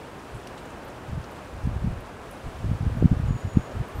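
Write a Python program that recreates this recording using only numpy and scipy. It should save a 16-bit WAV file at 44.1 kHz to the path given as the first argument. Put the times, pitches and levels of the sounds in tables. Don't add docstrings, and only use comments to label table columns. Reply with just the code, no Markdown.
import sys
import numpy as np
from scipy import signal
from scipy.fft import rfft, irfft
from scipy.io import wavfile
from scipy.ndimage import uniform_filter1d

SR = 44100
rng = np.random.default_rng(int(sys.argv[2]) if len(sys.argv) > 2 else 0)


def unload_audio(sound):
    columns = np.transpose(np.atleast_2d(sound))
    steps = np.round(np.clip(columns, -1, 1) * 32767)
    wavfile.write(sys.argv[1], SR, steps.astype(np.int16))


N = 176400
TIME = np.arange(N) / SR
LN_1000 = np.log(1000)


def wind():
    # t/s, duration/s, level/dB
    gusts = [(0.341, 0.027, -35.5), (1.1, 0.078, -33), (1.192, 0.024, -34), (1.526, 0.059, -34),
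             (1.641, .14, -30.5), (1.823, 0.09, -27), (1.916, 0.082, -32.5), (2.457, 0.029, -31),
             (2.537, .07, -38), (2.637, 0.12, -27), (2.826, 0.076, -27), (2.924, 0.072, -26.5),
             (3.019, 0.047, -19.5), (3.121, 0.012, -17.5), (3.169, 0.1, -26.5), (3.296, 0.063, -25.5),
             (3.436, 0.048, -31), (3.551, 0.037, -21), (3.625, 0.05, -48), (3.753, 0.066, -28.5),
             (3.959, 0.045, -30.5)]
    # f/Hz, relative density/dB
    turbulence = [(20, -16), (40, 3.5), (70, 6), (120, 4.5), (180, -10.5), (260, -14.5), (400, -32),
                  (700, -40.5), (1500, -75.5)]
    # t/s, level/dB, centre f/Hz, roundness (low pops, high thumps)
    eddies = [(1.133, -21.5, 115, 6.5), (1.18, -20.5, 121, 8.1), (1.658, -16, 84, 6.8),
              (1.674, -14.5, 140, 4.7), (1.765, -20, 87, 3), (1.848, -14, 140, 7.5), (1.875, -15, 130, 4.3),
              (1.914, -25, 100, 4.6), (2.645, -16.5, 100, 1.2), (2.716, -13.5, 119, 3.3),
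              (2.733, -25, 118, 3), (2.811, -16.5, 104, 4.1), (2.833, -23, 99, 3), (2.867, -15, 127, 2.3),
              (2.88, -14.5, 70, 2.4), (2.972, -18.5, 130, 6.9), (3.026, -7, 182, 1.65),
              (3.045, -8.5, 172, 7), (3.057, -3.5, 154, 7), (3.118, -10.5, 165, 8.2),
              (3.129, -11.5, 110, 3.5), (3.171, -26, 100, 5), (3.202, -14.5, 105, 6),
              (3.288, -14.5, 91, 4.5), (3.309, -8.5, 95, 3.2), (3.451, -21.5, 104, 5.9),
              (3.564, -16, 117, 8.7), (3.573, -3, 148, 3.7), (3.813, -19, 101, 3.8)]
    gust_power = sum((from_db(db) * swell(t, length, 0.01, 0.01)) ** 2 for t, length, db in gusts)
    flow = coloured(turbulence)
    flow /= np.sqrt(uniform_filter1d(flow ** 2, size=1800))
    lumpy_flow = rms_one(flow * from_db(2.5 * drift(60)))
    thumps = sum(from_db(db) * eddy(t, hz, roundness) for t, db, hz, roundness in eddies)
    return np.sqrt(gust_power) * lumpy_flow + thumps


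def eddy(t, centre_hz, roundness):
    core_offset = 2 * np.pi * centre_hz * (TIME - t) / roundness
    return np.imag((1 + 1j * core_offset) ** -(roundness + 1))


def plops(attack_s=0.00052, t60_cycles=8.5, rise_per_s=6):
    # t/s, level/dB, starting f/Hz
    pockets = [(2.899, -27, 510), (2.935, -31, 520), (2.976, -28, 506), (3.675, -23, 576),
               (3.719, -23, 520)]
    out = np.zeros(N)
    for t, db, hz in pockets:
        age = np.maximum(TIME - t, 0)
        envelope = (1 - np.exp(-age / attack_s)) * np.exp(-LN_1000 * age * hz / t60_cycles)
        phase = 2 * np.pi * hz * age * (1 + rise_per_s * age / 2)
        out += from_db(db) * envelope * np.sin(phase)
    return out


def ticks(edge_ratio=1.225, attack_s=0.001):
    # t/s, level/dB, centre f/Hz, T60/s
    impacts = [(.345, -59, 8700, 0.38), (.472, -41, 2900, 0.018), (.473, -44.5, 5100, 0.025),
               (.473, -49, 10000, 0.027), (.577, -48.5, 3500, 0.073), (.579, -55, 8100, 0.046),
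               (.655, -54.5, 7500, .06), (0.704, -52.5, 7400, .05), (.849, -57, 12500, .07),
               (.882, -60, 12000, .04), (1.113, -62, 12000, .03), (1.242, -47.5, 4940, 0.029),
               (1.314, -57, 11500, .05), (2.006, -57, 11500, .06), (2.312, -46, 10500, .022),
               (2.324, -54.5, 9000, .1), (2.969, -58, 11900, .05), (3.534, -57, 8450, .06),
               (3.884, -58, 12000, .05)]
    out = np.zeros(N)
    for t, db, hz, t60 in impacts:
        burst = rms_one(band(rng.standard_normal(N), hz / edge_ratio, hz * edge_ratio))
        out += from_db(db) * burst * swell(t, 0, attack_s, t60 / LN_1000)
    return out


def crackle(median_per_s=240, level_db=-66.5, t60_cycles=15):
    bursts = rng.random(N) < median_per_s * from_db(6 * drift(10)) / SR
    strength = from_db(2.5 * np.minimum(rng.exponential(1, N), 4))
    clicks = bursts * strength * rng.choice([-1, 1], N)
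    pitches_hz = np.geomspace(3500, 10000, 16)
    pitch_index = rng.integers(0, len(pitches_hz), N)
    out = np.zeros(N)
    for k, hz in enumerate(pitches_hz):
        angle = 2 * np.pi * hz / SR
        decay = np.exp(-LN_1000 * hz / t60_cycles / SR)
        resonator = [0, np.sin(angle)], [1, -2 * decay * np.cos(angle), decay ** 2]
        out += signal.lfilter(*resonator, clicks * (pitch_index == k) + 1e-18)
    return from_db(level_db) * rms_one(out)


def bird():
    # t/s, duration/s, level/dB, f/Hz
    notes = [(3.285, 0.14, -59.5, 6840), (3.475, 0.19, -60, 6840)]
    return whistle(notes, waver_hz=65.2, waver_rate_hz=54.5)


def squeak():
    # t/s, duration/s, level/dB, f/Hz
    notes = [(3.958, .06, -58, 12060)]
    return whistle(notes, waver_hz=140, waver_rate_hz=140)


def whistle(notes, waver_hz, waver_rate_hz, edge_s=0.011, wood_t60_s=0.52, wood_db=-3):
    waver = waver_hz * drift(waver_rate_hz)
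    direct = np.zeros(N)
    for t, length, db, hz in notes:
        phase = 2 * np.pi * np.cumsum(hz + waver) / SR
        direct += from_db(db) * swell(t, length, edge_s, edge_s) * np.sin(phase)
    echoes = rng.standard_normal(N) * np.exp(-LN_1000 * TIME / wood_t60_s)
    scattered = signal.fftconvolve(direct, echoes / np.linalg.norm(echoes))[:N]
    return direct + from_db(wood_db) * scattered


def rush(level_db=-40.5, crossover_hz=2700):
    # f/Hz, relative density/dB
    spectrum = [(20, -12.5), (50, 1), (100, 2), (170, -2), (280, -1.5), (450, -1.5), (750, -3.5),
                (1100, -6.5), (1600, -10), (2000, -15), (2700, -17), (4000, -25), (6000, -29), (8800, -31),
                (12000, -37), (15500, -41.5)]
    # t/s, relative level/dB
    breeze = [(0, -0.5), (.45, 0.1), (.75, 1), (1.2, 0.1), (1.7, -0.44), (2.2, 0.5), (2.55, -0.6),
              (2.9, .4), (3.45, 0.54), (3.75, 1), (4, 1.3)]
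    # t/s, relative level/dB
    treble_swell = [(0, 0.5), (.7, 0), (1.4, 0), (2.2, -1), (2.5, 1.1), (3.3, 0.3), (4, 0.5)]
    air = coloured(spectrum)
    body = signal.sosfiltfilt(signal.butter(2, crossover_hz, fs=SR, output="sos"), air)
    treble = air - body
    body_db = np.interp(TIME, *np.transpose(breeze)) + 0.38 * drift(36)
    treble_db = np.interp(TIME, *np.transpose(treble_swell)) + 0.5 * drift(12)
    return from_db(level_db) * (body * from_db(body_db) + treble * from_db(treble_db))


def from_db(db):
    return 10 ** (np.asarray(db) / 20)


def rms_one(x):
    return x / np.sqrt(np.mean(x ** 2) + 1e-20)


def drift(corner_hz):
    hz = np.arange(N // 2 + 1) * SR / N
    return rms_one(irfft(rfft(rng.standard_normal(N)) / (1 + (hz / corner_hz) ** 2), N))


def coloured(spectrum):
    hz, db = np.transpose(spectrum)
    bins = np.maximum(np.arange(N // 2 + 1) * SR / N, 1)
    gain = from_db(np.interp(np.log(bins), np.log(hz), db)) * np.minimum(bins / hz[0], 1)
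    return rms_one(irfft(rfft(rng.standard_normal(N)) * gain, N))


def band(x, low_hz, high_hz):
    edges_hz = [low_hz, min(high_hz, SR / 2 - 10)]
    return signal.sosfilt(signal.butter(3, edges_hz, "band", fs=SR, output="sos"), x)


def swell(start, length, rise_s, fall_s):
    before, after = np.maximum(start - TIME, 0), np.maximum(TIME - start - length, 0)
    return np.exp(-before / rise_s - after / fall_s)


def scene():
    calls = bird() + squeak()
    return (wind() + rush() + ticks() + plops() + crackle() + calls)[None]


def record(dry):
    cutoff_hz = 15650
    return signal.sosfilt(signal.ellip(12, 0.1, 80, cutoff_hz, fs=SR, output="sos"), dry)


dry = scene()
out = record(dry)
unload_audio(out)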